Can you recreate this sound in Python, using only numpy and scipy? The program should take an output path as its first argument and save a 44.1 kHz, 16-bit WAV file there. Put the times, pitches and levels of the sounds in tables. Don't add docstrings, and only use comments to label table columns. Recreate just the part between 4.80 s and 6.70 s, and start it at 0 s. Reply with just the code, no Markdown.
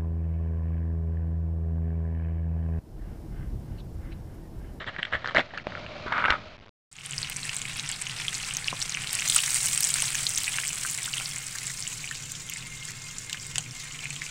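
import sys
import numpy as np
from scipy import signal
from scipy.fft import rfft, irfft, next_fast_len
from scipy.io import wavfile
from scipy.ndimage import uniform_filter1d, map_coordinates

SR = 44100
rng = np.random.default_rng(int(sys.argv[2]) if len(sys.argv) > 2 else 0)


def attenuation_scalar(level_db):
    decades = np.asarray(level_db, float) / 20
    return 10 ** decades


def digitize_waveform(pressure):
    field = np.atleast_2d(pressure).T
    bounded = np.clip(field, -1, 1)
    quanta = np.round(bounded * 32767).astype(np.int16)
    wavfile.write(sys.argv[1], SR, quanta)


N = 83790
T = np.arange(N) / SR


def unit(x):
    return x / np.sqrt(np.mean(x ** 2) + 1e-20)


def filtered(x, response):
    size = next_fast_len(N + 8192)
    hz = np.fft.rfftfreq(size, 1 / SR)
    return irfft(rfft(x, size) * response(hz), size)[..., :N]


def colour(points):
    points_hz, points_db = np.transpose(points)
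    return lambda hz: attenuation_scalar(np.interp(np.log(hz + 1), np.log(points_hz), points_db))


def noise(response):
    return unit(filtered(rng.standard_normal(N), response))


def body(peaks):
    def response(f):
        total = 0
        for k, (centre, width, db) in enumerate(peaks):
            resonance = 1j * f * width / (centre ** 2 - f ** 2 + 1j * f * width)
            total = total + (-1) ** k * attenuation_scalar(db) * resonance
        return total
    return response


def wobble(rate):
    knots = rng.standard_normal(int(N * 400 / SR) + 4)
    return map_coordinates(knots, [T * rate])


def curve(points):
    return attenuation_scalar(np.interp(T, *np.transpose(points)))


def pressure(rows):
    total = np.zeros(N)
    for start_s, rise_ms, hold_ms, release_ms, db in rows:
        ms = (T - start_s) * 1e3
        fall_db = 20 * np.maximum(ms - rise_ms - hold_ms, 0) / release_ms
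        total += attenuation_scalar(db - fall_db) * np.clip(ms / rise_ms, 0, 1)
    return total


def rubbing(rows, peaks, grains_per_s, spread_db):
    present, sign, size = rng.random((3, N))
    grit = (present < grains_per_s / SR) * np.sign(sign - .5)
    grit = grit * attenuation_scalar(-spread_db * np.log(size + 0.0096))
    steady_rms = np.sqrt(np.mean(filtered(grit, body(peaks)) ** 2))
    return filtered(grit * pressure(rows), body(peaks)) / steady_rms


def ticks(rows, peaks, t60_s, own, first):
    t, out = np.arange(2048) / SR, np.zeros(N + 2048)
    hz = np.fft.rfftfreq(4096, 1 / SR)
    box, dry_crack = body(peaks)(hz), body([(3300, 2400, 0)])(hz)
    for start_s, peak_db, pitch_hz, length_ms, crack in rows:
        contacts = rng.standard_normal(2048) - first * (t == 0)
        burst = contacts * np.exp(-t / (length_ms / 1e3))
        width_hz = 2.2 / t60_s * min(pitch_hz / 1800, 1)
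        note = body([(pitch_hz, width_hz, 0)])(hz)
        dullness = (1 + 1j * hz / (1.8 * pitch_hz)) ** 2
        response = (box + own * note) / dullness + crack * dry_crack
        tick = irfft(rfft(burst, 4096) * response * (hz < 5500))[:2048]
        out[round(start_s * SR):][:2048] += attenuation_scalar(peak_db) * tick / abs(tick).max()
    return out[:N]


# pitch_hz, level_db
HUM_SPECTRUM = [(10, -28.5), (30, -5.5), (60, 0), (100, -1), (170, -9), (600, -18), (5500, -28)]


def hum():
    mains = attenuation_scalar(-59) * np.sin(2 * np.pi * 100 * T)
    return attenuation_scalar(-54.5) * noise(colour(HUM_SPECTRUM)) + mains


def room(near):
    t60_s, room_db = .12, -12.5
    tail = rng.standard_normal(SR // 4) * attenuation_scalar(-60 * T[:SR // 4] / t60_s)
    return attenuation_scalar(room_db) * signal.fftconvolve(near, tail / np.linalg.norm(tail))[:N]


# start_s, level_db (peak), pitch_hz
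THUMPS = [
    (0.193, -33.5, 168),
    (0.357, -30.5, 87),
    (0.565, -35, 79),
    (1.262, -24, 394),
    (1.273, -33.5, 86.4),
    (1.504, -26, 62.2),
]


def thumps():
    out = np.zeros(N)
    for start_s, db, pitch_hz in THUMPS:
        u = np.maximum(T - start_s, 0)
        out += attenuation_scalar(db) * np.sin(2 * np.pi * pitch_hz * u) * np.exp(-1.2 * pitch_hz * u)
    return out


# pitch_hz, level_db
GRIP_SPECTRUM = [(20, -8.5), (80, -0.5), (200, -3.5), (400, -5.5), (900, -26.5)]


def grip():
    force = pressure(HANDLING + STROKE) + 0.32 * pressure(TUMBLE)
    return attenuation_scalar(-9) * noise(colour(GRIP_SPECTRUM)) * uniform_filter1d(force, size=400)


# start_s, rise_ms, hold_ms, release_ms, level_db
TUMBLE = [(1.259, 3.8, 5.1, 8, -36), (1.2695, 0.69, 10, 27, -34), (1.29, 23, 20, 4.3, -35),
          (1.3215, 1.5, 3.4, 7.3, -24), (1.331, 1.7, 22, 3, -30), (1.357, 5, 46, 7.3, -27),
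          (1.41, 2.6, 28, 5.7, -31.5), (1.439, 1.8, 21, 8.4, -25), (1.462, 1.2, 20, 4.9, -32),
          (1.48, 0.86, 21, 9.8, -27.5), (1.502, 2.8, 5, 16, -20.5), (1.522, 0.41, 19, 10, -28),
          (1.55, 0.62, 4.1, 18, -33.5)]
# start_s, level_db (peak), pitch_hz, length_ms, crack_share
KNOCKS = [(1.2703, -33, 2500, 0.42, .1), (1.3075, -27.5, 1240, .8, .05), (1.322, -13.5, 1285, 1.3, 0.057),
          (1.325, -15.5, 1108, 1.04, 0.27), (1.329, -19, 1500, 0.69, 0.12), (1.3375, -23, 1450, 0.54, .05),
          (1.346, -24, 1350, 0.66, .05), (1.358, -18.5, 1290, .8, 0.061), (1.3797, -15.5, 1550, 0.58, 0.3),
          (1.388, -18, 1270, 1.8, 0.027), (1.3915, -18.5, 1300, 0.94, .05), (1.3945, -23, 2600, 0.36, .2),
          (1.3995, -24.5, 1410, 0.72, 0.085), (1.4062, -25, 2520, .5, 0.22),
          (1.4232, -15.5, 1420, 0.72, 0.024), (1.4415, -18, 1350, 1.3, 0.02),
          (1.4455, -24.5, 1500, 0.49, .03), (1.4518, -11, 1500, .4, 0.017), (1.455, -21.5, 1600, .8, 0.094),
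          (1.4572, -12.5, 2720, 0.9, 0.05), (1.481, -18, 1614, 0.6, 0.23), (1.4835, -13, 1386, .8, 0.087),
          (1.4988, -14, 1450, 0.69, .03), (1.5027, -11, 1306, 1.6, .1), (1.5047, -5, 1385, 1.5, 0.97),
          (1.5063, -9.5, 2100, 0.87, 0.41), (1.5233, -12.5, 1520, 0.82, 0.01),
          (1.538, -22, 1490, 0.92, 0.1), (1.542, -21, 1350, 0.63, .05), (1.5455, -22, 1430, .6, 0.046)]
# pitch_hz, width_hz, level_db
BOX_ON_TABLE = [(960, 220, -8.5), (1290, 120, 1.5), (1500, 140, -2.5), (2200, 370, -11), (3630, 510, -19)]


def tumbling_box():
    sliding = rubbing(TUMBLE, BOX_ON_TABLE, grains_per_s=2400, spread_db=2.6)
    return sliding + ticks(KNOCKS, BOX_ON_TABLE, t60_s=0.005, own=1.8, first=7.6)


# start_s, rise_ms, hold_ms, release_ms, level_db
HANDLING = [(-.01, 15, 21, 12.7, -37), (.0635, 1.6, 26.8, 15, -33), (.125, 6, 25, 10.5, -45.5),
            (.183, 1.1, 8.1, 26, -34), (.222, 5.3, 4, 6, -42.5), (.268, 1.3, 12.7, 34, -45.5),
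            (.316, 14, 22, 33, -29), (.414, 6.5, 5.9, 28, -43), (.443, 1.3, 5.5, 4.5, -32.5),
            (.479, 3.6, 14, 5.3, -33.5), (.51, 0.73, 6.2, 30, -40), (.706, 1, 4.6, 3.2, -46),
            (.735, 1.4, 27.5, 5.6, -44.5), (.771, 1.6, 5.8, 16, -37)]
# start_s, level_db (peak), pitch_hz,
# length_ms, crack_share
TICKS = [(.043, -26.5, 1960, 0.71, .05), (.1925, -20, 1680, 0.71, .2), (.2005, -34.5, 1430, 1.7, .2),
         (.326, -19, 1830, 1, .1), (.3343, -15, 1730, 0.35, .2), (.3372, -18, 1740, .8, .1),
         (.3435, -18, 1690, .8, .1), (.348, -22, 656, 1, .1), (.3522, -17.5, 1820, 1.6, .2),
         (.4445, -19.5, 1300, 1.5, .2), (.4583, -17.5, 1630, .5, 1), (.4652, -21.5, 1500, 0.61, 0.96),
         (.4745, -16.5, 1520, .8, .7), (.5095, -22.5, 1165, 0.8, 0.4), (.7065, -38, 1920, .8, .2),
         (.7365, -30, 800, 1.5, .1), (.7458, -30, 1950, 0.55, .1), (.7755, -20.5, 1540, 1.2, 1),
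         (.798, -31.5, 1950, .6, .2), (.9215, -27.5, 1400, 1.5, .03), (.9515, -25, 1440, 1.5, .03),
         (.9735, -29.5, 1420, 1.5, .03),
         (.164, -22.5, 2090, 0.38, 0.45), (0.1665, -31.5, 1750, 0.44, 0.23), (.2278, -29, 1880, 0.68, .2),
         (0.23, -14.5, 1667, 0.58, 0.05), (0.2298, -13, 3150, 0.5, 0.049), (0.2508, -23.5, 2130, 1.9, .05),
         (0.253, -21.5, 3260, 1, 0.1), (0.2516, -22.5, 3270, 0.88, 0.34), (0.269, -32.5, 1500, 0.73, .5),
         (0.7757, -25, 4570, 2.9, 0.86), (.784, -24, 2790, 0.93, 0.19), (1.0641, -25.5, 2960, 0.81, .1)]
# pitch_hz, width_hz, level_db
BOX_IN_HAND = [(659, 260, -9), (1281, 200, -4.5), (1778, 220, -0.5), (2200, 240, -8), (3150, 730, -9.5),
               (4113, 710, -20)]


def handled_box():
    shifting = rubbing(HANDLING, BOX_IN_HAND, grains_per_s=4000, spread_db=2.5)
    return shifting + ticks(TICKS, BOX_IN_HAND, t60_s=0.0054, own=3.7, first=3.6)


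# start_s, level_db
FLAME = [(.3, -51), (.63, -45.5), (.7, -52), (.82, -47.5), (.835, -57.5), (.845, -56), (.88, -40),
         (1.2, -42), (1.5, -38.5), (1.62, -44), (1.72, -47), (1.762, -49.5), (1.77, -63), (1.81, -59.5),
         (1.9, -64)]
# pitch_hz, level_db
ROAR_SPECTRUM = [(20, -11), (60, -7.5), (100, 1), (200, -1.5), (400, -11), (800, -22.5)]
# start_s, level_db
FIZZ = [(.875, -70.5), (.92, -54), (1.0, -54.5), (1.12, -60.5), (1.24, -49.5), (1.31, -54), (1.36, -75)]
# pitch_hz, width_hz, level_db
BENCH = [(606.3, 90, 0.5), (1350, 300, -8), (2333, 490, -10.5), (3077, 530, -10.5), (4370, 1500, -12.5)]


def flame():
    pop_s, pop_db, pop_ms, pop_ring_db = .8697, -11, 0.13, -15
    u = np.maximum(T - pop_s, 0) / (pop_ms / 1e3)
    pop = -attenuation_scalar(pop_db) * np.e * u * (1 - 0.18 * u) * np.exp(-u)
    pop = pop + attenuation_scalar(pop_ring_db) * 10 * filtered(pop, body(BENCH))

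    flutter = rng.standard_normal(N) * attenuation_scalar(1.9 * wobble(150))
    hiss = unit(filtered(flutter, body(BENCH))) * attenuation_scalar(0.99 * wobble(20))
    roar = noise(colour(ROAR_SPECTRUM)) * attenuation_scalar(-4 + 2.5 * wobble(13))

    spitting = rng.standard_normal(N) * attenuation_scalar(2.5 * wobble(120))
    fizz = unit(filtered(spitting, body([(4450, 1700, 0)])))
    return pop + curve(FIZZ) * fizz + curve(FLAME) * (hiss + roar)


# start_s, rise_ms, hold_ms, release_ms, level_db
STROKE = [
    (0.5529, 1.1, 8, 3.1, -24.5),
    (0.562, 0.76, 4.2, 3.6, -22),
    (.575, 1.6, 11, 3.4, -25.5),
    (0.591, 2, 2.9, 6.4, -25.5),
    (0.598, 2.4, 8.2, 13, -28),
]
# start_s, level_db (peak), pitch_hz, length_ms, crack_share
CATCHES = [(.5476, -15.5, 640, 2.3, 0.35), (.548, -12, 1710, 0.32, .8), (.5538, -19.5, 1740, 1.3, .1),
           (.5628, -13.5, 1850, 1.1, 0.13), (.566, -19, 1620, 1.8, .1), (.5701, -4, 2040, 0.6, 0.082),
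           (.5775, -16.5, 716, 1.5, 0.56), (.5815, -17, 616, 3.2, .1), (.5831, -9.5, 3360, 0.19, 1),
           (.585, -17, 732, 2.5, 0.19), (.592, -19.5, 800, 2.1, 0.039), (.5933, -12.5, 3470, 0.54, 0.46),
           (.594, -14, 1660, 0.91, 0.18), (.597, -19.5, 800, 0.67, 0.11), (.6038, -17, 2200, 1.2, 1),
           (.6053, -19, 2190, 0.55, 0.95)]
# pitch_hz, width_hz, level_db
STRIP = [(621, 110, -1.5), (800, 140, -9.5), (1420, 310, -3.5), (1950, 480, 0.5), (3150, 2100, -8.5),
         (4160, 1000, -6.5)]


def match_strike():
    scrape = rubbing(STROKE, STRIP, grains_per_s=1800, spread_db=3)
    return scrape + ticks(CATCHES, STRIP, t60_s=0.0058, own=3.4, first=4.5)


def scene():
    near = handled_box() + match_strike() + tumbling_box()
    mix = near + room(near) + thumps() + grip() + flame() + hum()
    return mix[None]


def roll_off(x):
    return signal.sosfilt(signal.butter(12, 9900, fs=SR, output="sos"), x)


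# pitch_hz, level_db
SMOOTHING_FILTER = [(1200, 0),
                    (2500, 0), (4000, -4.5), (5500, -12), (7000, -25.5), (8500, -39.5), (9800, -60),
             (10100, -100.5)]


def record(dry):
    slower, step = 4, 1 / 128
    slow = filtered(dry, lambda hz: hz < SR / slower / 2)[:, ::slower]
    stepped = step * np.round(slow / step + .25)
    comb = np.zeros_like(dry)
    comb[:, ::slower] = slower * stepped
    return roll_off(filtered(comb, colour(SMOOTHING_FILTER)))


dry = scene()
out = record(dry)
digitize_waveform(out)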